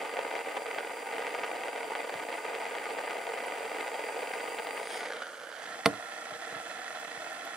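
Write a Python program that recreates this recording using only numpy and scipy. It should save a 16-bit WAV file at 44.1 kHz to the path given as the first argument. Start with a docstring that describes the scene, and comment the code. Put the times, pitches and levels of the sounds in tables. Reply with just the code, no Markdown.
"""Gas torch and hot crucible

A gas torch roars and sputters against a small metal crucible on a workbench, with one soft bump.
Still burning, it is swung past the microphone and its bottle is stood on the bench with a rocking knock.
It burns on more quietly to the right, with a few soft bumps; now and then the hot metal ticks.
Flame and jet are coloured noise with pops, the knocks are short pushes that set the bench ringing,
and the ticks are short bursts of high noise."""
import sys
import numpy as np
from scipy import signal
from scipy.fft import rfft, irfft
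from scipy.io import wavfile
from scipy.ndimage import map_coordinates

SR = 44100
rng = np.random.default_rng(int(sys.argv[2]) if len(sys.argv) > 2 else 0)


def dump_mix(stems):
    """Bounce the given channels to the path in sys.argv[1] as a 16-bit WAV at rate SR."""
    frames = np.atleast_2d(stems).T  # one column per channel
    limited = np.clip(frames, -1, 1)  # hard clip at full scale
    pcm = np.round(limited * 32767).astype(np.int16)
    wavfile.write(sys.argv[1], SR, pcm)


N = 333396
TIME = np.arange(N) / SR
TAPS = 4096  # length of the colouring filters, samples
BINS = np.fft.rfftfreq(TAPS, 1 / SR)  # their frequencies, Hz
MS = 1e-3  # seconds in a millisecond

# the torch's path, place 0 at the crucible, 1 in mid-air, 2 standing: t/s, place, left minus right/dB
PATH = [(4.78, 0, -0.5), (5.0, 0.33, -0.5), (5.2, 1, -2.5), (5.58, 1, -5), (5.78, 1.8, -3), (5.95, 1.9, -4)]
# loudest pops of the flame: t/s, strength/dB
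POPS = [(0.169, -12.5), (0.3111, -17.5), (0.3533, -12), (0.391, -16), (0.409, -18), (0.57, -19),
        (0.6648, -17), (0.7127, -15), (0.7838, -15), (1.268, -11.5), (1.348, -12), (1.3952, -16),
        (1.4365, -16), (1.6355, -14), (1.6827, -14.5), (1.76, -18), (1.952, -11), (2.0945, -14),
        (2.14, -13), (2.5505, -14), (2.6155, -16), (2.655, -15.5), (2.7513, -12.5), (2.784, -15),
        (2.8559, -14.5), (3.109, -16), (3.2687, -14.5), (3.2906, -18), (3.438, -19), (3.88, -17),
        (4.338, -14), (4.405, -15.5), (4.586, -14), (4.6698, -13), (4.8718, -18.5), (5.059, -20.5),
        (5.1223, -20), (5.134, -20.5), (5.22, -23), (5.268, -23), (6.8793, -22)]
# the flame flares up with a burst of crackle: t/s, rise/dB
FLARES = [(0.022, 1.5), (0.192, 4), (0.361, 4), (0.41, 0), (0.469, 2), (0.573, 4.5), (0.785, 4), (1.137, 3),
          (1.19, 1.5), (1.249, 2), (1.395, 0.5), (1.442, 5.5), (1.956, 2), (1.996, 4.5), (2.3, 2.5),
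          (2.341, 4), (2.453, 1.5), (2.49, 3), (2.657, 1), (2.907, 2.5), (2.99, 3.5), (3.111, 3.5),
          (3.38, 2.5), (3.808, 4.5), (4.183, 2.5), (4.222, 4), (4.59, 3.5), (4.773, 4), (5.059, 3),
          (5.127, 0), (5.167, 3.5), (5.222, 5.5), (6.708, 4), (6.96, 3), (7.274, 1.5)]
FLARE_S = 0.0096  # half length
# what slides as the torch is lifted and lowered, two resonances and a hollow band:
# t/s, low resonance f/Hz, high resonance f/Hz, hollow f/Hz
SLIDE = [(4.92, 460, 2160, 5850), (5.05, 474, 1980, 5660), (5.17, 493, 1420, 4800), (5.3, 550, 1430, 3900),
         (5.42, 600, 1470, 3650), (5.56, 640, 1520, 3750), (5.7, 710, 1750, 3800), (5.85, 710, 1830, 3750)]


def gain_of(db):
    """Turns decibels into a factor."""
    return 10 ** (np.asarray(db) / 20)


def evened(x):
    """Scales a sound to an average strength (rms) of 1."""
    return x / np.sqrt(np.mean(x ** 2) + 1e-20)


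def read(points, hz):
    """Reads a table of values along a logarithmic frequency axis."""
    f, value = np.transpose(points)
    return np.interp(np.log(hz + 1), np.log(f + 1), value)


def follow(rows):
    """Gives each column of a table over time, at every sample."""
    s, *columns = np.transpose(rows)
    return [np.interp(TIME, s, c) for c in columns]


def add(mix, s, sound):
    """Adds a short sound at time s."""
    part = mix[round(s * SR):][:len(sound)]
    part += sound[:len(part)]


def bumps(rows):
    """Bell-shaped peaks and notches along the frequency axis, in dB."""
    return sum(db * np.exp(-((BINS - hz) / width) ** 2) for hz, width, db in rows)


def swells(rows, half_s):
    """Brief bell-shaped changes of level over time, in dB."""
    return sum(db * np.exp(-np.minimum(((TIME - s) / half_s) ** 2, 20)) for s, db in rows)


def ring(db):
    """Makes an impulse response with the given spectrum that starts as promptly as possible."""
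    mirrored_db = np.r_[db, db[-2:0:-1]]
    log_gain = np.log(gain_of(mirrored_db))
    return np.fft.ifft(np.exp(np.conj(signal.hilbert(log_gain)))).real


def colour(x, response):
    """Passes one or two channels through an impulse response."""
    return signal.oaconvolve(np.atleast_2d(x), np.atleast_2d(response), axes=1)[:, :N]


def delayed(x, ms):
    """Delays a sound by a time that may move."""
    return map_coordinates(x, [np.arange(N) - ms * MS * SR], order=3, mode="nearest")


def resonate(x, hz, width_hz):
    """A resonance of gain 1 that follows the curve hz."""
    # shift the moving pitch down to zero, smooth there, and shift it back
    turn = np.exp(2j * np.pi * np.cumsum(hz) / SR)
    r = np.exp(-np.pi * width_hz / SR)
    return 2 * (turn * signal.lfilter([1 - r], [1, -r], x / turn)).real


def eddies(slow_hz, fast_hz):
    """Random unsteadiness, mostly between two rates, with an rms of 1."""
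    f = np.fft.rfftfreq(N, 1 / SR)
    no_drift = f ** 2 / (f ** 2 + slow_hz ** 2)
    fading = np.sqrt((1 + f / slow_hz) * (1 + (f / fast_hz) ** 4))
    return evened(irfft(rfft(rng.standard_normal(N)) * no_drift / fading, N))


def turbulence():
    """Noise of churning gas, common to both ears plus a diffuse part of their own."""
    # how strong the diffuse part is: f/Hz, level/dB
    diffuse = [(50, -10), (250, -29.5), (700, -11), (1400, -3.5), (2800, -1.5), (5000, -6), (9000, -0.5),
               (12000, -13), (15000, -30)]
    own = colour(rng.standard_normal((2, N)), ring(read(diffuse, BINS)))
    return evened(rng.standard_normal(N) + own)


def shares():
    """How much of each of the three places is heard; the squares sum to 1."""
    place = follow(PATH)[0]
    return [np.sqrt(np.clip(1 - abs(place - k), 0, 1)) for k in range(3)]


def placed(spectrum, peaks):
    """Colour of a roar or hiss at the left and the right ear for one place."""
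    hz, width, db, side_db = np.transpose(peaks)
    ears = []
    for side in (1, -1):
        peaks_db = bumps(zip(hz, width, db + side * side_db / 2))
        ears.append(ring(read(spectrum, BINS) + peaks_db))
    return np.array(ears) * np.sqrt(2) / np.linalg.norm(ears)


def burning():
    """The flame's strength: it flares and falters now and then, and swells just after each large pop."""
    # strength of the flame as heard, sinking as the torch is carried off: t/s, level/dB
    blaze = [(0, -37), (0.7, -37.4), (1.0, -40), (1.17, -37), (2.2, -38), (2.9, -37), (4.79, -37.5),
             (4.86, -43.5), (4.94, -38), (5.06, -42), (5.22, -42.5), (5.35, -46), (5.5, -44.5),
             (5.72, -44.5), (6.2, -44.5), (6.55, -42.5), (6.85, -43.9), (7.56, -43)]
    # the flame briefly falters: t/s, change/dB
    lulls = [(0.11, -3), (0.285, -1.5), (0.43, -4.5), (0.6, -4.5), (0.645, -3.5), (1.05, -2), (1.71, -2.5),
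             (2.07, -4), (2.265, -5), (2.42, -4), (3.155, -0.5), (3.245, -4), (3.7, -2), (3.905, -3.5),
             (4.56, -3.5), (4.62, -3.5), (4.88, -3), (5.295, 0), (5.475, -1.5), (5.55, -1.5), (5.82, -3.5),
             (5.99, -1.5), (6.38, -5), (6.63, -3.5)]
    lull_s = 0.016  # half length
    afterburn_db, afterburn_s = 0.5, 0.0033
    db, = follow(blaze)
    afterburn = sum(afterburn_db * (TIME >= s) * np.exp(-abs(TIME - s) / afterburn_s) for s, _ in POPS)
    return gain_of(db + swells(lulls, lull_s) + swells(FLARES, FLARE_S) + afterburn)


def smeared(x, spacing_ms=0.4, smear=0.46):
    """Spreads each pop into a short ragged crackle without changing its colour."""
    turn = np.exp(-2j * np.pi * np.fft.rfftfreq(N, 1 / SR) * spacing_ms * MS)
    return irfft(rfft(x) * (smear + turn) / (1 + smear * turn), N)


def sliding(x):
    """Lifts the two resonances that move with the torch."""
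    # width of the low and the high resonance: f/Hz
    widths_hz = (160, 210)
    # strength of the low and the high resonance: level/dB
    strengths_db = (-0.5, 2.5)
    curves = zip(follow(SLIDE), widths_hz, strengths_db)
    return x + sum(gain_of(db) * resonate(x, hz, width) for hz, width, db in curves)


def flame(flutter_db=3.0, sputter_db=-7.0, sputter_per_s=480, spread_db=3.5, pop_db=1.5, calm=0.82,
          crackle_per_flare=0.46, aimed_db=-0.5, swung_db=-3.5, standing_db=0):
    """Eddies make the burning surge; pockets of gas go off as small sharp pops."""
    # roar against the crucible, in mid-air and with the bottle standing: f/Hz, level per Hz/dB
    roar_aimed = [(30, -65), (85, -38), (160, -27), (270, -12.5), (370, -10), (450, -1), (600, -1),
                  (900, -2), (1200, -10), (2100, -10.5), (2700, -15), (3400, -23.5), (5000, -37),
                  (14000, -51)]
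    roar_swung = [(30, -47), (85, -32), (160, -17), (330, -4.5), (470, 2), (750, -1.5), (1000, -5.5),
                  (1500, -1.5), (2100, -6.5), (3300, -10.5), (5000, -21), (9000, -30), (14000, -42)]
    roar_standing = [(30, -42), (85, -37), (140, -19.5), (320, -11), (520, -4), (720, -1), (900, -7),
                     (1150, -15), (1400, -10.5), (1900, -6.5), (2350, -16), (3400, -18.5), (4800, -28.5),
                     (14000, -54)]
    # peaks and notches from burner tube and nearby surfaces: f/Hz, width/Hz, level/dB, left minus right/dB
    aimed_peaks = [(304, 28, 3, -6.5), (463, 38, 4, -4.5), (610, 24, -4, -12), (670, 65, -0.5, 9.5),
                   (1062.5, 35, -21, -21), (1234, 31, 6, 3.5), (1387, 87, -8, -2), (1450, 41, 8, -1),
                   (1717, 41, -13.5, 8), (2032, 82, 4, 1), (2350, 27, 2, 3), (3200, 47, 3, -6)]
    swung_peaks = [(393, 34, -9, 4), (1130, 120, 0, -2), (2580, 210, -8.5, 0), (3130, 210, 2, -1),
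                   (3820, 220, -1, -3), (4650, 220, 0.5, -10)]
    standing_peaks = [(409, 34, -19.5, -5), (476, 38, 3.5, -2), (540, 38, -12.5, 7), (620, 57, 2, 7.5),
                      (800, 62, -1, 16.5), (1050, 76, -1.5, -13), (1352, 91, 10.5, -5.5), (1510, 110, 0, 6),
                      (1806, 120, -0.5, -11), (2240, 110, -1.5, 7), (2615, 90, 7.5, -2),
                      (2880, 120, -8.5, -7), (3410, 114, 4.5, -11), (3700, 160, -6.5, -6),
                      (4000, 110, 1.5, -10)]
    # pops are brighter than the roar: f/Hz, level/dB
    snap = [(400, -2), (1500, 3.5), (3000, 6), (4200, 10.5), (5400, 13.5), (7000, 8.5), (13000, 3)]

    aimed, swung, standing = shares()
    level = burning()
    unrest = calm + (1 - calm) * aimed  # a free flame burns more evenly
    surge = evened(gain_of(flutter_db * unrest * eddies(27, 140)))

    sizes = gain_of(spread_db * np.minimum(rng.exponential(1, N), 2.8))
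    pockets = sizes * (rng.random(N) < sputter_per_s / SR)
    crackle = gain_of(crackle_per_flare * swells(FLARES, FLARE_S))  # extra dB per dB of flare
    pops = gain_of(sputter_db) * evened(pockets) * np.sqrt(surge) * level * unrest * crackle
    rebound_s = 0.0004  # longest wait
    for s, db in POPS:
        size = gain_of([db + pop_db])
        add(pops, s, -size / 2)  # a large pocket swells first, then collapses
        add(pops, s + rebound_s * rng.uniform(0.41, 1), size)

    # a collapsing pocket pulls the pressure down, hence the minus
    drive = turbulence() * surge * level - colour(smeared(pops), ring(read(snap, BINS)))
    at_crucible = colour(drive, placed(roar_aimed, aimed_peaks))
    in_air = sliding(colour(drive, placed(roar_swung, swung_peaks)))
    on_bench = colour(drive, placed(roar_standing, standing_peaks))
    return (aimed * gain_of(aimed_db) * at_crucible
            + swung * gain_of(swung_db) * in_air
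            + standing * gain_of(standing_db) * on_bench)


def jet(aimed_db=6, turned_db=2.0, standing_db=4.0, flutter_db=0.77, drift_db=0.6, beam=9):
    """Gas hisses through the nozzle, whose narrowly beamed resonances weaken as soon as it points away."""
    # strength of the jet as heard, peaking as the nozzle sweeps past: t/s, level/dB
    strength = [(0, -59), (3.3, -58.5), (4.84, -55.5), (4.95, -52), (5.08, -56.5), (5.45, -60),
                (5.65, -59.5), (7.56, -58)]
    # hiss aimed at the crucible, and turned away: f/Hz, level per Hz/dB
    hiss_aimed = [(500, -23), (2500, -6), (4000, -10), (5500, -3.5), (7500, 4.5), (9500, 5.5),
                  (11000, -8.5), (13000, -17.5), (14200, -4.5), (15200, -1)]
    hiss_turned = [(500, -25), (2500, -1), (4000, -0.5), (6000, 2.5), (7800, 1.5), (9800, -0.5),
                   (11000, -4), (13000, -23), (14200, -23), (15500, -22)]
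    # peaks and notches from the bench once the bottle stands: f/Hz, width/Hz, level/dB, left minus right/dB
    hiss_peaks = [(4540, 130, -1, -3), (5600, 510, 1.5, -5.5), (6340, 250, 1, 14), (7050, 240, -0.5, -9),
                  (7800, 300, 5.5, 3), (8440, 110, -6, 8), (8450, 200, 0, -8), (9120, 83, 5, -6),
                  (9600, 320, -0.5, -9), (10500, 250, 1, 0)]
    # resonances of the nozzle: f/Hz, width/Hz, left level/dB, right level/dB, turned-away level/dB
    nozzle = [(4744, 250, 19.5, 23, 7), (6440, 180, -21, 8.5, 6), (7750, 150, -1.5, 7, 5),
              (8340, 160, 1.5, 0.5, 0), (8680, 240, -8, -10, -3), (9200, 210, -2.5, 9, 10),
              (10440, 270, 12, 1.5, 9), (12130, 270, 20, -18, 1), (13500, 240, 6, -10, 2)]

    at_crucible, _, standing = shares()
    aimed = at_crucible ** beam  # a high power makes a narrow beam
    turned = np.sqrt(np.clip(1 - aimed ** 2 - standing ** 2, 0, 1))
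    hz, width, left_db, right_db, away_db = np.transpose(nozzle)
    ears = [bumps(zip(hz, width, db)) for db in (left_db, right_db)]
    facing = np.array([ring(read(hiss_aimed, BINS) + ear) for ear in ears])
    away = ring(read(hiss_turned, BINS) + bumps(zip(hz, width, away_db)))

    gas = turbulence() * gain_of(flutter_db * eddies(4.9, 150))
    hiss = aimed * gain_of(aimed_db) * evened(colour(gas, facing))
    hiss += turned * gain_of(turned_db) * evened(colour(gas, away))
    drifting = gain_of(standing_db + drift_db * eddies(1.9, 10))
    hiss += standing * drifting * evened(colour(gas, placed(hiss_turned, hiss_peaks)))
    return hiss * gain_of(follow(strength)[0])


def microphone_hiss(level_db=-64):
    """The microphone's own faint steady noise, unrelated in the two ears."""
    # f/Hz, level per Hz/dB
    self_noise = [(30, 2), (100, 1.5), (13000, 7.5), (15500, -12)]
    return gain_of(level_db) * evened(colour(rng.standard_normal((2, N)), ring(read(self_noise, BINS))))


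def dying(x, t60s):
    """Lets each band of a sound die away at its own speed."""
    hz, t, z = signal.stft(x, SR, nperseg=128)
    fade = gain_of(-60 * t / read(t60s, hz)[:, None])
    return signal.istft(z * fade, SR, nperseg=128)[1][..., :x.shape[-1]]


def workshop(x):
    """Sparse reflections that arrive just after the direct sound."""
    # time the workshop's echo takes to fall by 60 dB: f/Hz, t60/s
    room = [(100, 0.3), (300, .2), (1000, 0.21), (3000, 0.087), (10000, 0.18)]
    taps = rng.standard_normal((2, SR // 2)) * (rng.random((2, SR // 2)) < .1)
    taps[:, :SR // 200] = 0  # silent for the first 5 ms
    tail = dying(taps, room)
    return colour(x, tail / np.linalg.norm(tail, axis=1, keepdims=True))


def knocks(level_db=0, crack_db=-13, crack_rise_s=0.00079, clack_db=3, low_hz=116, room_db=-16,
           balance_db=-3, lag_ms=0.028):
    """The bottle's rim touches, lands and rocks flat; soft bumps stir only the low modes."""
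    # blows on the bench: t/s, strength/dB, contact time/ms
    blows = [(2.151, -21, 3.9), (5.856, -23, 0.073), (5.8594, -0.5, 0.17), (5.8608, -11, 0.068),
             (5.8631, -5.5, 0.93), (5.8678, -16, 0.99), (5.8741, -8.5, 1.2), (5.881, -20, 0.72),
             (5.906, -20, 1.6), (5.929, -23, 1.8), (5.939, -23, 0.35), (6.32, -26.5, 1.11),
             (6.524, -27, 0.86), (6.559, -24, 2.5), (7.173, -25, 4.64)]
    # what bench and bottle ring with: f/Hz, level/dB, t60/s
    bench = [(114, -37, 0.18), (145, -39, 0.17), (206, -29.5, 0.13), (252, -41, 0.093), (292, -26.5, 0.16),
             (335, -31, 0.15), (468, -21, 0.095), (663, -23.5, 0.072), (675, -21.5, 0.06),
             (1100, -23, 0.064), (1240, -21.5, 0.038), (1390, -14, 0.018), (2047, -11.5, 0.016),
             (2580, -14.5, 0.016), (3520, -21, 0.022), (4250, -19, 0.014), (4650, -13, 0.012),
             (5400, -20, 0.012)]
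    # the dense crack of steel on wood, dying into a thud: f/Hz, level per Hz/dB, t60/s
    crack_bands = [(120, -3, 0.17), (377, -2.5, 0.13), (850, -3.5, 0.1), (1330, 1, 0.035),
                   (1890, -3, 0.016), (2600, -4, 0.028), (3300, -3, 0.043), (5000, -7, 0.022),
                   (6500, -16, 0.034), (7900, -7, 0.042), (8700, 0, 0.043), (10600, 0, 0.037),
                   (12600, -4, 0.031), (15000, -13, .02)]
    # the first sharp clack of the steel rim: f/Hz, level/dB
    clack = [(200, -18), (700, 0), (1400, 7), (2300, 8), (3000, -7), (4400, 4), (5400, 1), (6300, -14),
             (9000, -7), (15000, -23)]

    t = np.arange(SR // 2) / SR
    force = np.zeros(N)
    for s, db, contact_ms in blows:
        rise = t / (contact_ms * MS / 5)  # the push peaks after a fifth of the contact
        push = rise * np.exp(-rise)
        add(force, s, gain_of(db) * push / push.sum())

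    modes = sum(gain_of(db - 60 * t / t60) * np.sin(2 * np.pi * hz * t) for hz, db, t60 in bench)
    hz, db, t60 = np.transpose(crack_bands)
    noise = colour(rng.standard_normal(N), ring(read(np.c_[hz, db], BINS)))
    crack = dying(evened(noise[0, -len(t):]), np.c_[hz, t60])
    body = modes + gain_of(crack_db) * (1 - np.exp(-t / crack_rise_s)) * crack
    add(body, 0, gain_of(clack_db) * ring(read(clack, BINS)))

    no_bass = signal.butter(6, low_hz, "high", fs=SR, output="sos")
    knock = gain_of(level_db) * signal.sosfilt(no_bass, colour(force, body)[0])
    left = delayed(knock, lag_ms) * gain_of(balance_db / 2)
    right = knock * gain_of(-balance_db / 2)
    return np.array([left, right]) + gain_of(room_db) * workshop(knock)


def ticks(width_hz=900, swell_s=0.002):
    """Tiny bright sizzles from the heated metal: bands of noise that swell and fade."""
    # t/s, strength/dB, f/Hz
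    tick_list = [(2.232, -51.5, 12500), (3.465, -39, 10100), (6.998, -48.5, 14500), (7.33, -53.5, 13000),
                 (7.45, -47, 12530)]
    rise = np.arange(TAPS) / SR / swell_s
    out = np.zeros(N)
    for s, db, hz in tick_list:
        band = 1 + ((BINS - hz) / width_hz) ** 4
        fizz = evened(irfft(rfft(rng.standard_normal(TAPS)) / band))
        add(out, s, gain_of(db) * rise * np.exp(-rise) * fizz)
    return out


def swish(uneven_db=2, swish_s=0.06):
    """Bands of hiss swell unevenly and sink in pitch as the nozzle swings past."""
    # t/s, f/Hz, width of each of two filter passes/Hz, level/dB, glide/(Hz per s)
    bands = [(4.93, 3270, 1100, -50, -2000), (4.94, 8900, 1100, -53, -800), (4.95, 10600, 450, -62.5, -500),
             (4.96, 13800, 3000, -64, -500), (4.98, 5000, 1200, -51.5, -3000),
             (5.02, 6550, 800, -57, -1200)]
    gas = turbulence() * evened(gain_of(uneven_db * eddies(15, 90)))
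    out = 0
    for s, hz, width_hz, db, glide in bands:
        centre = hz + glide * np.clip(TIME - s, -.5, .5)
        band = resonate(resonate(gas, centre, width_hz), centre, width_hz)
        out = out + gain_of(db) * np.exp(-((TIME - s) / swish_s) ** 2 / 2) * evened(band)
    return out


def hollowed(sound, swing_at_s=4.98, swing_s=0.35, full_depth=0.58, width_hz=470, ratio=1.27):
    """Around the swing, the reflection off the bench partly cancels two sliding bands."""
    depth = full_depth * np.exp(-((TIME - swing_at_s) / swing_s) ** 2 / 2)
    hz = follow(SLIDE)[2]
    for centre in (hz, hz * ratio):  # the second band lies higher
        sound = np.array([x - depth * resonate(x, centre, width_hz) for x in sound])
    return sound


def torch(echo_share=0.13, waver_ms=2.6, waver_depth=0.058, lag_ms_per_place=0.034):
    """Flame and jet travel to the right; once the flame burns free, its colour wavers slowly."""
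    place, balance_db = follow(PATH)
    # an echo of slowly moving delay makes the waver
    echo = echo_share * shares()[2]
    echo_ms = waver_ms * np.exp(waver_depth * eddies(0.41, 2.2))
    burner = hollowed(flame() + jet() + swish())
    left, right = [x + echo * delayed(x, echo_ms) for x in burner]
    # the left ear hears the torch later the further right it goes
    left = delayed(left, lag_ms_per_place * place)
    return np.array([left * gain_of(balance_db / 2), right * gain_of(-balance_db / 2)])


def scene():
    """Torch, bench and crucible together, with the microphone's noise."""
    return torch() + knocks() + ticks() + microphone_hiss()


def record(dry, edge_hz=15700):
    """The recorder's band limit: it removes what lies above the edge."""
    low_pass = signal.firwin(511, edge_hz, window=("kaiser", 9), fs=SR)
    return signal.oaconvolve(dry, low_pass[None], "same")


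dry = scene()
out = record(dry)
dump_mix(out)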